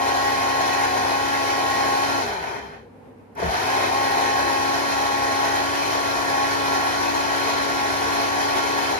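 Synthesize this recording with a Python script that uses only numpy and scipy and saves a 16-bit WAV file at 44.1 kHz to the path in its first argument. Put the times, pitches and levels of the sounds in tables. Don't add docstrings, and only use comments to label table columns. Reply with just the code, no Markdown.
import sys
import numpy as np
from scipy import signal
from scipy.fft import rfft, irfft, next_fast_len
from scipy.io import wavfile
from scipy.ndimage import uniform_filter1d

SR = 44100
rng = np.random.default_rng(int(sys.argv[2]) if len(sys.argv) > 2 else 0)


def to_wav(s):
    ch = np.atleast_2d(s).T
    pcm = np.round(np.clip(ch, -1, 1) * 32767)
    wavfile.write(sys.argv[1], SR, pcm.astype(np.int16))


N = 396459
TIME = np.arange(N) / SR
SIZE = next_fast_len(N + SR)
BINS = np.maximum(np.arange(SIZE // 2 + 1) * SR / SIZE, 1)
MAINS_HZ = 50
FULL_SPEED_HZ = 275


def from_db(db):
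    return np.exp(np.asarray(db) * (np.log(10) / 20))


def rms_one(x):
    return x / np.sqrt(np.mean(x ** 2) + 1e-20)


def by_speed(pace, power):
    return 20 * power * np.log10(pace + 1e-9)


def pan(left_right_db):
    return from_db(left_right_db * np.array([[.5], [-.5]]))


def at_hz(points):
    hz, value = np.transpose(points)
    return np.interp(np.log(BINS), np.log(hz), value)


def filtered(x, response):
    return irfft(rfft(x, SIZE) * response, SIZE)[..., :N]


def drift(rate):
    step = 40
    r = np.exp(-2 * np.pi * rate * step / SR)
    noise = rng.standard_normal(2 * N // step)
    slow = signal.lfilter([1], [1, -2 * r, r * r], noise)[-(N // step) - 1:]
    return np.interp(np.arange(N) / step, np.arange(len(slow)), rms_one(slow))


def grains(per_s, spread_db):
    size = from_db(spread_db * np.minimum(rng.exponential(1, N), 4))
    struck = rng.random(N) < per_s / SR
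    return rms_one(struck * size * rng.choice([-1, 1], N))


def rubbed(level_db, hz, waver_per_s, flicker_db=2.5, waver=.8):
    phase = 2 * np.pi * hz * TIME + waver * drift(waver_per_s)
    level = from_db(level_db + flicker_db * drift(waver_per_s))
    return np.sqrt(2) * level * np.sin(phase)


def ambience(level_db=-47.7, swell_db=.7, hum_db=-57, alike_hz=450):
    # f/Hz, relative level/dB per Hz
    room_tone = [(30, -44), (62, -12), (95, -9), (130, -12), (160, -8), (190, -13), (230, -2.5), (350, -15),
                 (470, -6.5), (691, -21), (790, -14), (1250, -27), (2400, -33), (3200, -42), (7500, -52),
                 (10500, -49), (14000, -55)]
    colour = from_db(at_hz(room_tone))
    mid = filtered(rng.standard_normal(N), colour)
    side = filtered(rng.standard_normal(N), colour * BINS / np.hypot(BINS, alike_hz))
    noise = (mid + side * np.array([[1], [-1]])) / np.std(mid)
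    mains_hum = from_db(hum_db) * np.sin(4 * np.pi * MAINS_HZ * TIME)
    return from_db(level_db + swell_db * drift(4.8)) * noise + mains_hum


def ports():
    # f/Hz, lead of the left/rad
    port_phase = [(60, 0), (170, 0), (275, 1.5), (335, 2.4), (370, -.6), (520, 1.8), (570, 1.2), (600, -.9),
                  (660, -1.1), (760, 2.2), (820, 2.0), (835, 2.4), (940, 3.0), (1000, .3), (1080, .6),
                  (1380, 4.4), (1500, 3.0), (1790, 3.2), (1850, -.2), (1900, 0), (4500, 1.4), (7500, 2.9),
                  (11000, 1.2)]
    return np.exp(1j * at_hz(port_phase) * np.array([[.5], [-.5]]))


def kitchen(x, t60=0.32, early_t60=0.026, early_db=5, ripple_hz=90):
    # f/Hz, level re the direct sound/dB
    room_share = [(60, -54), (200, 3), (900, -2.5), (2500, 2.5), (5500, 14), (8000, -6), (14000, -9)]
    t = TIME[:SR // 2]
    tail = from_db(-60 * t / t60)
    early = from_db(early_db - 60 * t / early_t60)
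    envelope = (tail + early) * (t > .002)
    echoes = rng.standard_normal((2, len(t))) * envelope / np.sqrt(np.sum(envelope ** 2))
    response = ports() + from_db(at_hz(room_share)) * rfft(echoes, SIZE)
    broad = uniform_filter1d(np.abs(response) ** 2, size=ripple_hz * SIZE // SR, axis=1)
    return filtered(x, response / np.sqrt(broad))


def hand():
    # t/s, length/s, level/dB
    rubs = [(2.875, .02, -50), (2.955, .025, -49), (3.06, .018, -47), (3.115, .02, -50)]
    # f/Hz, width before squaring/Hz, level/dB
    hollow = [(385, 70, -5), (472, 80, 0), (760, 60, -9)]
    push = sum(from_db(level_db) * np.exp(-((TIME - s) / length_s) ** 2) for s, length_s, level_db in rubs)
    response = 0
    for hz, width_hz, level_db in hollow:
        response = response + from_db(level_db) / (1 + 2j * (BINS - hz) / width_hz) ** 2
    return push * rms_one(filtered(grains(900, spread_db=2.5), response))


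def jolts(crack_db=-2, crack_t60=.012):
    # t/s, level/dB, contact softness f/Hz (low is soft)
    blows = [(3.352, -37, 12000), (3.378, -26, 1200), (3.396, -26, 500), (3.425, -16, 450),
             (3.438, -16, 180), (3.46, -11, 55)]
    # f/Hz, level/dB, t60/s
    modes = [(54, -7, .13), (72, -0.5, 0.12), (111, -8, 0.1), (165, -1, .12), (225, -8, .08),
             (445, 4, 0.075), (560, -5, .07), (660, 0, 0.11), (910, -5, .08), (2500, -16, .03),
             (5600, 1, .012), (10000, -9, .005)]
    out = np.zeros(N)
    t = TIME[:SR // 2]
    for s, level_db, soft_hz in blows:
        crack = from_db(crack_db - 60 * t / crack_t60) * rng.standard_normal(len(t))
        blow = crack * 2 * soft_hz / SR
        for hz, mode_db, t60 in modes:
            strength = from_db(mode_db) / np.hypot(1, hz / soft_hz) * (hz / np.hypot(hz, soft_hz / 2)) ** 2
            ring = from_db(-60 * t / t60) * np.sin(2 * np.pi * hz * t)
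            blow = blow + rng.choice([-1, 1]) * strength * ring
        onset = 1 - np.exp(-2 * soft_hz * t)
        start = int(s * SR)
        out[start:start + len(t)] += from_db(level_db) * blow * onset
    return out


def motor(speed_jitter=.0007):
    # switched on t/s, let go t/s
    runs = [(-1.0, 2.2), (3.349, 8.925)]
    # t/s, f/Hz
    loaded_speed = [(0.0, 271), (.28, 272.6), (.46, 270.9), (.85, 272.4), (1.0, 268.4), (1.26, 274.5),
                    (1.54, 273.4), (1.64, 271.5), (1.94, 271.9), (2.08, 275.4), (3.6, 269), (3.76, 272),
                    (3.88, 265), (3.97, 272.6), (4.22, 270.2), (4.5, 273.2), (4.62, 272.5), (4.82, 276),
                    (5.05, 273.7), (5.18, 274.2), (5.32, 271.9), (5.42, 273.8), (5.62, 274), (5.78, 280.3),
                    (6.1, 276.4), (6.28, 275.9), (6.38, 273.1), (6.52, 275.4), (6.86, 274.3), (7.04, 278.8),
                    (7.16, 278.4), (7.3, 274), (7.48, 277), (7.72, 275.8), (7.85, 274.2), (8.0, 277.2),
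                    (8.24, 277), (8.46, 280.3), (8.6, 276.2), (8.74, 277.3), (8.92, 275.6)]
    run_up_s, torque_s = .092, .03
    coast_s, drag_s = .68, .87
    strain_hz, strain_width_hz = 271.9, 1.4
    loaded_hz = np.interp(TIME, *np.transpose(loaded_speed))
    share, drive = 0, 0
    rest = np.exp(-coast_s / drag_s)
    for on_s, off_s in runs:
        since_on, since_off = np.maximum(TIME - on_s, 0), np.maximum(TIME - off_s, 0)
        coasting = np.maximum(np.exp(-since_off / drag_s) - rest, 0) / (1 - rest)
        share = share + (1 - np.exp(-since_on / run_up_s)) * coasting
        drive = drive + (1 - np.exp(-since_on / torque_s)) * np.exp(-since_off / torque_s)
    strain = .5 + .5 * np.tanh((strain_hz - loaded_hz) / strain_width_hz)
    speed_hz = share * loaded_hz * (1 + speed_jitter * drift(11.68))
    return speed_hz, drive, strain


def base(pace, strain, rumble_db=-48, buzz_db=-49.3, buzz_waver=0.18, strain_db=2.5):
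    # f/Hz, relative level/dB per Hz
    shake_colour = [(35, -54), (50, -13), (70, 7), (88, -15), (130, 4.5), (185, -15), (240, -1), (400, -15),
                    (1000, -50)]
    rumble = rms_one(filtered(rng.standard_normal(N), from_db(at_hz(shake_colour))))
    rumble = from_db(rumble_db) * rumble * (pace + 1e-9) ** 0.27
    buzz = np.sqrt(2) * np.sin(4 * np.pi * MAINS_HZ * TIME) * (1 + buzz_waver * drift(2.7))
    buzz = from_db(buzz_db) * buzz * pace ** 2
    return from_db(strain_db * strain) * (rumble + buzz)


def rattle(pace, drive, level_db=-41.5, ends_at_pace=.14, soft_hz=4000):
    # f/Hz, width/Hz, level/dB
    rings = [(1880, 90, -2), (2400, 80, -3), (3120, 70, -4.5)]
    response = 0
    for hz, width_hz, ring_db in rings:
        response = response + from_db(ring_db) / (1 + 2j * (BINS - hz) / width_hz)
    response = response * BINS ** 2 / (BINS ** 2 + rings[0][0] ** 2) / (1 + (BINS / soft_hz) ** 4)
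    loose = (1 - drive) * (.5 + .5 * np.tanh((pace - ends_at_pace) / .07))
    chatter = rms_one(filtered(grains(500, spread_db=2.0), response))
    return from_db(level_db + by_speed(pace, .8)) * loose * chatter


def housing_drone(pace, level_db=-45.5):
    return pan(15) * rubbed(level_db + by_speed(pace, 5), hz=342, waver_per_s=9)


def paste_groan(pace, drive, level_db=-36.5):
    return (1 - drive) * rubbed(level_db + by_speed(pace, .75), hz=408, waver_per_s=16)


def jug_singing(pace, strain, level_db=-39, strain_db=10):
    return rubbed(level_db + strain_db * strain + by_speed(pace, 2), hz=742, waver_per_s=5)


def hum(angle, speed_hz, drive, gain_db=1.0, flicker_db=1.6, wobble=0.1, mains_depth=0.15):
    # shaft multiple, sideband number (of twice the mains),
    # level before peaks and gain/dB, left-right/dB
    harmonics = [(1, 0, -44.6, 2), (1, 1, -51.5, 5), (2, 0, -44, 5), (3, 0, -38, 2), (4, 0, -43.5, -1.5),
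                 (4, -1, -49.5, 19), (5, 0, -48.5, -3), (5, 1, -51, -10), (6, 0, -45.5, -3),
                 (7, 0, -51, -2), (8, 0, -58, -12), (9, 0, -49.5, -2), (10, 0, -58, 0), (11, 0, -52.5, 1),
                 (12, 0, -59, -2), (15, 0, -54.5, 15.5)]
    # f/Hz, width/Hz, lift/dB
    tone_peaks = [(276, 26, 9), (370, 90, 7), (820, 60, 11.5), (828, 5, -10), (1090, 76, 10.6),
                  (1101, 5, -3), (1376, 34, 11), (1645, 80, 10), (1905, 42, 12.5)]
    whine_drop_db, whine_above_hz = 9, 550
    blades, blade_start_db, run_up_done = 4, 6, .99
    mains = 4 * np.pi * MAINS_HZ * TIME
    peaks_db = sum(lift_db / (1 + (2 * (BINS - hz) / width_hz) ** 2) for hz, width_hz, lift_db in tone_peaks)
    pace = speed_hz / FULL_SPEED_HZ
    starting = drive * np.sqrt(np.maximum(1 - pace / run_up_done, 0))
    out = np.zeros((2, N))
    for k, sideband, level_db, pan_db in harmonics:
        line_hz = k * speed_hz + sideband * 2 * MAINS_HZ
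        unrest = np.sqrt(k / 4)
        line_db = level_db + by_speed(pace, 1.4) + np.interp(line_hz, BINS, peaks_db)
        line_db = line_db + flicker_db * unrest * drift(11)
        line_db = line_db - whine_drop_db * (1 - drive) / (1 + (whine_above_hz / np.maximum(line_hz, 1)) ** 4)
        start_phase = rng.uniform(0, 2 * np.pi)
        line = np.sin(k * angle + sideband * mains + start_phase + wobble * unrest * drift(37))
        if sideband:
            line = line * drive
        elif k == blades:
            line_db = line_db + blade_start_db * starting
        out += pan(pan_db) * (np.sqrt(2) * from_db(line_db) * line)
    return from_db(gain_db) * out * (1 + mains_depth * drive * np.sin(mains))


def blade_work(pace, drive, strain):
    # t/s, length/s, churning lift/dB, shredding lift/dB
    swells = [(.6, .08, 1.0, 1.0), (2.44, .014, 3, 4), (2.52, .05, 1, 3.5), (2.58, .018, 3.5, 2.5),
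              (2.74, .025, 5, 0), (3.77, .04, 2.5, 1.5), (3.85, .03, 3.5, 2.0), (4.22, .08, 2.0, .8),
              (8.56, .06, 1.5, .8)]
    slump_pace, slump_db = .29, 5
    starting = drive * np.maximum(1 - pace, 0)
    slumped = (1 - drive) * (.5 + .5 * np.tanh((slump_pace - pace) / .07))
    churn_db = -27.7 + by_speed(pace, .74) + 1.0 * strain + 8.5 * starting - slump_db * slumped
    shred_db = -34.9 + by_speed(pace, 1.38) + 3.6 * drive + 4.5 * starting
    for s, length_s, churn_lift_db, shred_lift_db in swells:
        swell = np.exp(-((TIME - s) / length_s) ** 2)
        churn_db = churn_db + churn_lift_db * swell
        shred_db = shred_db + shred_lift_db * swell
    return churn_db, shred_db


def body(x, wander=.003, swell=.16, patchy_db=1.2, slosh_per_s=3, patches_above_hz=1000, size=2048):
    # f/Hz, width/Hz, mean lift/dB, left-right/dB
    resonances = [(343, 20, -1, 16), (411, 31, 2, 3), (595, 40, -3, 6), (656, 41, 2, -2), (770, 50, 3.5, 1),
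                  (895, 50, 5, 5), (960, 90, -1, 11), (1050, 45, -4, 3), (1290, 60, 3, -3),
                  (1480, 80, 4.5, -3), (1556, 70, 2.5, 1), (1750, 115, 6.5, -1), (1873, 57, 0, -6),
                  (2020, 70, -4, -1), (2525, 80, 6.5, -8), (2790, 150, -9, 2), (3100, 130, 5, 0),
                  (3310, 80, 2, 0), (4130, 260, 4.2, 11), (4330, 90, -4, 5), (5150, 160, 2, -3),
                  (5620, 150, 3.5, 11), (6560, 450, 3.5, 7)]
    overlap = size - size // 4
    hz_axis, frame_s, spectra = signal.stft(x, SR, nperseg=size, noverlap=overlap)

    def slosh():
        return np.interp(frame_s, TIME, drift(slosh_per_s))

    patches = rng.standard_normal(spectra.shape[1:])
    for axis in (0, 1, 0, 1):
        patches = uniform_filter1d(patches, size=5, axis=axis)
    level_db = patchy_db * rms_one(patches) * (hz_axis / np.hypot(hz_axis, patches_above_hz))[:, None]
    sides = np.array([[[.5]], [[-.5]]])
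    for hz, width_hz, lift_db, pan_db in resonances:
        centre_hz = hz * (1 + wander * slosh())
        shape = 1 / (1 + (2 * (hz_axis[:, None] - centre_hz) / width_hz) ** 2)
        level_db = level_db + shape * (lift_db * (1 + swell * slosh()) + sides * pan_db)
    return signal.istft(spectra * from_db(level_db), SR, nperseg=size, noverlap=overlap)[1][:, :N]


def paste(angle, pace, churn_db, shred_db, blade_depth=0.26, uneven_db=0.88, count=3):
    # f/Hz, relative level/dB per Hz
    churn_points = [(60, -55), (190, -27), (260, -17.5), (400, -3), (520, -4.5), (720, -1.8), (930, 0),
                    (1200, -9.5), (1500, -7.3), (2100, -9.5), (2800, -18), (5000, -33.5), (14000, -56)]
    # f/Hz, relative level/dB per Hz
    shred_points = [(900, -4), (2000, 2), (2850, 1), (3300, -2), (4600, -0.5), (6500, -5), (7600, -11.5),
                    (10500, -10), (12500, -16.5), (14000, -16)]
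    churn_colour, shred_colour = from_db(at_hz(churn_points)), from_db(at_hz(shred_points))
    stroke = (1 + blade_depth * np.sin(2 * angle)) * from_db(uneven_db * drift(25))
    busy = np.maximum(pace, .7)
    turning = np.clip(pace * 10, 0, 1)
    out = 0
    for side in range(count):
        churn = rms_one(filtered(grains(3000 * busy, spread_db=3.0) * stroke, churn_colour))
        shred = rms_one(filtered(grains(4000 * busy, spread_db=3.2) * stroke, shred_colour))
        grinding = from_db(churn_db) * churn + from_db(shred_db) * shred
        out = out + kitchen(turning * grinding)
    return body(out) / np.sqrt(count)


def scene(hum_room_db=-16):
    speed_hz, drive, strain = motor()
    pace = speed_hz / FULL_SPEED_HZ
    angle = 2 * np.pi * np.cumsum(speed_hz) / SR
    tones = hum(angle, speed_hz, drive) + jug_singing(pace, strain)
    tones = tones + paste_groan(pace, drive) + housing_drone(pace)
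    room_part = from_db(hum_room_db)
    direct = filtered((1 - room_part) * tones, ports())
    shaken = base(pace, strain) + jolts() + rattle(pace, drive) + hand()
    in_room = kitchen(room_part * tones + shaken)
    grinding = paste(angle, pace, *blade_work(pace, drive, strain))
    return direct + in_room + grinding + ambience()


def record(dry, low_cut_hz=40, top_cut_hz=13900):
    bass_cut = signal.butter(6, low_cut_hz, "high", fs=SR, output="sos")
    top_cut = signal.ellip(10, .2, 80, top_cut_hz, fs=SR, output="sos")
    return signal.sosfilt(top_cut, signal.sosfilt(bass_cut, dry))


dry = scene()
out = record(dry)
to_wav(out)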